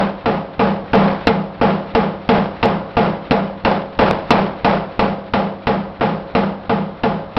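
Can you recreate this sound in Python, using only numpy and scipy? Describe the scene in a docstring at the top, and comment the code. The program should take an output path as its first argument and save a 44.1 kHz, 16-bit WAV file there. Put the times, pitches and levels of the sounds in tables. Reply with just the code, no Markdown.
"""A motor hums in a small workshop while a pneumatic forging hammer pounds hot steel three times a second.
Each blow opens with a shove of air from the falling ram. The dies crack and clank, the ram knocks,
the anvil thuds and the frame rings. The room echoes and booms as tongs and bar rattle, then air rushes
in and the valves clack twice before the next blow. Now and then the bar slaps back onto the die.
The hardest blows saturate and clip."""
import sys
import numpy as np
from scipy import signal
from scipy.fft import rfft, irfft
from scipy.io import wavfile

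SR = 44100
rng = np.random.default_rng(int(sys.argv[2]) if len(sys.argv) > 2 else 0)


def master_out(mix):
    """Clip the mix to full scale and print it as 16-bit PCM to the path in sys.argv[1]."""
    frames = np.transpose(np.atleast_2d(mix))
    ceiling = np.clip(frames, -1, 1)
    pcm = np.round(ceiling * 32767).astype(np.int16)
    wavfile.write(sys.argv[1], SR, pcm)


N = 325458


def amp(db):
    """Decibels to gain."""
    return 10 ** (np.asarray(db) / 20)


def unit(x):
    """Scales to rms 1."""
    return x / np.sqrt(np.mean(x ** 2) + 1e-20)


def curve_at(points, hz):
    """Reads a curve on a logarithmic frequency axis."""
    f, value = np.transpose(points)
    return np.interp(np.log(hz + 1), np.log(f + 1), value)


def add(mix, s, sound):
    """Mixes a sound in at s seconds."""
    start = round(s * SR)
    sound = sound[max(-start, 0):]
    part = mix[max(start, 0):][:len(sound)]
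    part += sound[:len(part)]


def noise(eq, size=SR):
    """Noise of rms 1, coloured by an EQ curve."""
    hz = np.arange(size // 2 + 1) * SR / size
    return unit(irfft(rfft(rng.standard_normal(size)) * amp(curve_at(eq, hz)), size))


def ring(modes, t, scatter_db):
    """Sines that swell and die, each struck a little harder or softer every time."""
    hz, db, t60, attack_s = np.transpose(modes)[:, :, None]
    db = db + scatter_db * rng.standard_normal(db.shape)
    since_peak = t - attack_s
    rise = np.sin(np.pi / 2 * np.minimum(t / attack_s, 1)) ** 2
    fall = np.exp(-np.log(1000) * np.maximum(since_peak, 0) / t60)
    return (amp(db) * rise * fall * np.sin(2 * np.pi * hz * since_peak)).sum(0)


def blend(common, fresh, share):
    """Equal-power mix of what all blows have in common with what is new in this one."""
    return np.sqrt(share) * common + np.sqrt(1 - share) * fresh


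# EQ of the machine's rumble: f/Hz, level/dB
RUMBLE_EQ = [(20, -21.5), (50, 10), (110, -6.5), (200, 7), (400, -9), (700, 2.5), (1300, -4.5),
             (2200, -21.5), (4000, -19), (5500, -42.5)]
# tones of the running machine: f/Hz, rms level/dB
HUM_TONES = [(100, -48), (194, -49.5), (538, -59.5), (684, -50.5), (2083, -63.5)]
def motor(rumble_db=-39, waver_cycles=0.52):
    """Motor and compressor lay a steady bed of rumble with a few wavering tones."""
    out, t = amp(rumble_db) * noise(RUMBLE_EQ, size=N), np.arange(N) / SR
    knots = np.linspace(0, t[-1], 60)
    for hz, db in HUM_TONES:
        drift = np.interp(t, knots, rng.standard_normal(len(knots)))
        out += np.sqrt(2) * amp(db) * np.sin(2 * np.pi * (hz * t + waver_cycles * drift))
    return out


# cue list of hammer blows: t/s, force/dB, hardness/dB, rattle level/dB
BLOWS = [(-.078, 0.5, -11, 10.5), (0.2578, -1, 0, 2), (0.5934, 1, -3, 5), (0.9322, 4.5, 0, 6),
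         (1.2705, -0.5, 15, -12.5), (1.6124, 2.5, -8, 3), (1.9495, 0.5, 6, 0), (2.2900, 2.5, 6, 6.5),
         (2.6284, 1.5, 8, -1.5), (2.9682, 2, 3, 4), (3.3094, -1, 8.5, 5), (3.6486, -0.5, 7, 9.5),
         (3.9894, 2.5, 6.5, 10.5), (4.3059, 2, 17, 9), (4.6456, 1, 8.5, 9), (4.9925, -1.5, 8, 6.5),
         (5.336, -1.5, 4.5, 4), (5.6695, -1.5, 4, 2.5), (6.009, 0.5, -9, -6), (6.3504, -1, 5, 5),
         (6.6946, -2, -1.5, -20), (7.0345, -2, 1.5, -6.5), (7.366, -2.5, 2, -6)]
# EQ of moving air: f/Hz, level/dB
AIR_EQ = [(100, -1), (600, -9), (1300, 3), (2200, -0.5), (3400, -6.5), (4200, -9.5), (5200, -20.5),
          (6500, -29.5)]
def air_shove(push_db=-16, push_hz=100, puff_db=-37, lead_s=0.0105):
    """The falling ram shoves air and frame just before it lands."""
    out, t = np.zeros(N), np.arange(SR) / SR
    for s, force_db, *_ in BLOWS:
        shove = amp(puff_db) * noise(AIR_EQ) - amp(push_db) * np.sin(2 * np.pi * push_hz * t)
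        add(out, s - lead_s, amp(force_db) * shove * np.exp(-t / 0.0015))
    return out


# EQ of the crack: f/Hz, level/dB
CRACK_EQ = [(40, -3.5), (120, 1.5), (250, 11), (350, -3.5), (700, 4), (1300, -1), (2000, -9), (2800, -8.5),
            (4200, -14.5), (5200, -22), (6500, -36.5)]
# clanking modes of the dies: f/Hz, level/dB, t60/s, attack/s
DIE_MODES = [(233, -22.5, 0.05, 0.0026), (470, -22, .06, 0.00502), (720, -17.5, 0.028, .003),
             (1554, -32, .09, 0.00062), (1940, -35, 0.075, 0.0011), (2050, -39, 0.28, 0.00087),
             (2150, -37, 0.2, 0.00091), (2430, -31.5, .08, 0.0013), (2560, -29, 0.036, .001),
             (2673, -28, 0.049, .001), (2780, -29.5, 0.061, .001), (2913, -32, 0.029, 0.0009),
             (3270, -45, 0.062, .001), (4050, -42, 0.18, .001)]
def dies(crack_db=-15, crack_s=0.012, clank_db=-2):
    """The dies strike with a crack and a clank, louder the harder the blow."""
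    out, t = np.zeros(N), np.arange(SR) / SR
    common_crack = noise(CRACK_EQ)
    snap = (1 - np.exp(-t / 0.00027)) * np.exp(-t / crack_s)
    for s, _, hard_db, _ in BLOWS:
        crack = amp(crack_db) * snap * blend(common_crack, noise(CRACK_EQ), share=0.36)
        clank = amp(clank_db) * ring(DIE_MODES, t, scatter_db=1.5)
        add(out, s, amp(hard_db) * (crack + clank))
    return out


# slow level ride of the knock as the bar is shifted on the die: t/s, level/dB
KNOCK_RIDE = [(.3, -1), (1.3, 1), (3.3, -1), (3.7, -6.5), (4.8, -7.5), (5.35, -11.5), (5.9, -1), (7.3, 0)]
# modes of the ram: f/Hz, level/dB, t60/s, attack/s
RAM_MODES = [(240, -13, 0.2, 0.004), (445, -16, 0.17, .034), (459.4, -16, 0.28, 0.00786)]
def ram():
    """The ram's knock depends on where the bar lies under it; force and hardness add to it."""
    out, t = np.zeros(N), np.arange(SR) / SR
    for s, force_db, hard_db, _ in BLOWS:
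        knock_db = np.interp(s, *np.transpose(KNOCK_RIDE)) + 0.4 * force_db + 0.24 * hard_db
        add(out, s, amp(knock_db) * ring(RAM_MODES, t, scatter_db=1.5))
    return out


# modes of anvil and frame: f/Hz, level/dB, t60/s, attack/s
FRAME_MODES = [(531, -27.5, 0.61, 0.032), (548, -24, 0.91, .03), (691, -16.7, .33, 0.011005),
               (679, -22.5, 0.38, 0.01115), (813, -25.5, 0.56, .032), (834, -18.3, .42, .032),
               (856, -23.5, .3, .032), (1034, -35, 0.25, .005), (1008, -37.5, 0.4, .005),
               (1170, -29, 0.42, .005), (1215, -27, 0.45, .005)]
def anvil(thud_db=-16, thud_hz=90):
    """The anvil block takes the ram's weight with a thud and rings with the frame."""
    out, t = np.zeros(N), np.arange(SR) / SR
    thud = -np.sin(2 * np.pi * thud_hz * t) * np.exp(-t / 0.008)
    for s, force_db, hard_db, _ in BLOWS:
        add(out, s, amp(thud_db + force_db + 0.25 * hard_db) * thud)
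        add(out, s, amp(0.6 * force_db) * ring(FRAME_MODES, t, scatter_db=1.1))
    return out


# EQ of the wall reflections: f/Hz, level/dB
REVERB_EQ = [(30, -23.5), (60, -6.5), (200, -5), (380, -2.5), (550, -2), (850, -3), (1250, -5.5),
             (1900, -13), (2900, -16.5), (4000, -25.5), (5200, -31), (6500, -53.5)]
# their decay time: f/Hz, t60/s
REVERB_T60 = [(60, 0.54), (250, 0.9), (600, 0.91), (1200, 0.6), (2500, 0.54), (5500, 0.63)]
def reverb_tail():
    """One second of dense reflections; the low mids hang on longest."""
    hz, t, spectrum = signal.stft(noise(REVERB_EQ), SR, nperseg=512)
    decay = np.exp(-np.log(1000) * t / curve_at(REVERB_T60, hz)[:, None])
    return signal.istft(spectrum * decay, SR, nperseg=512)[1][:SR]


# standing waves of the workshop: f/Hz, level/dB, t60/s, attack/s
ROOM_MODES = [(49.2, -38.5, 0.58, .02), (60.5, -36, 0.8, 0.016), (84, -37.5, 0.23, 0.0053),
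              (97.5, -43, 0.2, 0.0026), (131, -26.5, 0.32, .0267), (162.2, -24, .6, 0.0509),
              (170.7, -22, 0.34, 0.0474), (197.1, -15.2, 0.47, .0406), (216.6, -19, 0.25, 0.051),
              (273.4, -34.5, 0.56, 0.0075), (293, -36, 0.19, 0.024), (349.7, -36, 0.69, .07)]
def room(reverb_db=-15, echo_db=-4, echo_s=0.0722):
    """The ram always lands on one spot, so blows share reflections; the boom swells twice."""
    out, t = np.zeros(N), np.arange(SR) / SR
    common_tail = reverb_tail()
    for s, force_db, *_ in BLOWS:
        tail = blend(common_tail, reverb_tail(), share=0.51) * (1 - np.exp(-t / 0.00072))
        boom = amp(force_db) * ring(ROOM_MODES, t, scatter_db=1.8)
        add(out, s, amp(force_db + reverb_db) * tail + boom)
        add(out, s + echo_s, amp(echo_db) * boom)  # thrown back from the far end
    return out


# EQ of the loose steel: f/Hz, level/dB
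RATTLE_EQ = [(40, -6), (200, -1), (350, -0.5), (600, 7), (1000, 1.5), (1800, -8.5), (3000, -15),
             (5000, -25.5), (6500, -51)]
def rattle(level_db=-24, knocks_per_s=400, knock_s=0.0032, hold_s=0.053, fade_s=0.069):
    """Bar, tongs and loose parts chatter after a blow that does not land flat."""
    out, t = np.zeros(N), np.arange(SR) / SR
    for s, force_db, _, loose_db in BLOWS:
        fade_start_s = hold_s * 2 ** (force_db / 3)  # 3 dB more force doubles the hold
        envelope = (1 - np.exp(-t / 0.011)) * np.exp(-np.maximum(t - fade_start_s, 0) / fade_s)
        knocks = (rng.random(SR) < knocks_per_s / SR) * rng.random(SR)
        knock_power = signal.lfilter([1], [1, -np.exp(-1 / (knock_s * SR))], knocks)
        chatter = unit(np.sqrt(0.13 + knock_power))
        add(out, s, amp(level_db + loose_db) * envelope * chatter * noise(RATTLE_EQ))
    return out


def valves(rush_db=-39.5, rush_after_s=0.24, clack_db=-37, clacks_after_s=(0.272, 0.296)):
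    """On the return stroke, air rushes through the ports and the valves clack twice."""
    out, t = np.zeros(N), np.arange(SR // 4) / SR
    rush_envelope = (1 - np.exp(-t / 0.03)) * np.exp(-t / 0.081)
    clack_envelope = (1 - np.exp(-t / 0.0056)) * np.exp(-t / 0.016)
    for s, force_db, *_ in BLOWS:
        draw_db = 1.8 * force_db  # a heavy stroke moves more air
        rush = rush_envelope * noise(AIR_EQ, size=len(t))
        add(out, s + rush_after_s, amp(rush_db + draw_db) * rush)
        for after_s in clacks_after_s:
            jitter_s, accent_db = rng.normal(0, (0.007, 1.2))
            clack = clack_envelope * noise(AIR_EQ, size=len(t))
            add(out, s + after_s + jitter_s, amp(clack_db + 0.5 * draw_db + accent_db) * clack)
    return out


# cue list of the bar's slaps: t/s, level/dB
BAR_SLAPS = [(.955, 5.5), (2.657, 2.5), (3.321, 3), (4.111, 8)]
def bar_slaps(tone_hz=620, decay_s=0.00094):
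    """The bar slaps back onto the die with a sharp click."""
    out, t = np.zeros(N), np.arange(SR) / SR
    for s, db in BAR_SLAPS:
        slap = np.sin(2 * np.pi * tone_hz * t) + 0.4 * noise(CRACK_EQ)
        add(out, s, amp(db) * np.exp(-t / decay_s) * slap)
    return out


def scene():
    """The whole workshop, mixed to mono."""
    return (motor() + air_shove() + dies() + ram() + anvil() + room()
            + rattle() + valves() + bar_slaps())[None]


def record(dry, threshold_db=-15, squeeze=0.15, release_db_per_s=150, attack_s=0.02):
    """Gentle compression leans on each blow; the mix is saturated, darkened and clipped at its peaks."""
    pole = np.exp(-1 / (attack_s * SR))
    power_db = 10 * np.log10(signal.lfilter([1 - pole], [1, -pole], dry[0] ** 2) + 1e-12)
    release_db = np.arange(N) * release_db_per_s / SR
    held_db = np.maximum.accumulate(power_db + release_db) - release_db
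    compressed = dry[0] * amp(-squeeze * np.maximum(held_db - threshold_db, 0))
    saturated = 0.82 * np.tanh(compressed / 0.82)
    dark_lowpass = signal.firwin(201, 5800, window=("kaiser", 8), fs=SR)
    clipped = np.clip(signal.oaconvolve(saturated, dark_lowpass, "same"), -0.71, 0.71)
    top_lowpass = signal.firwin(255, 16500, window=("kaiser", 9), fs=SR)
    return signal.oaconvolve(clipped, top_lowpass, "same")[None]


dry = scene()
out = record(dry)
master_out(out)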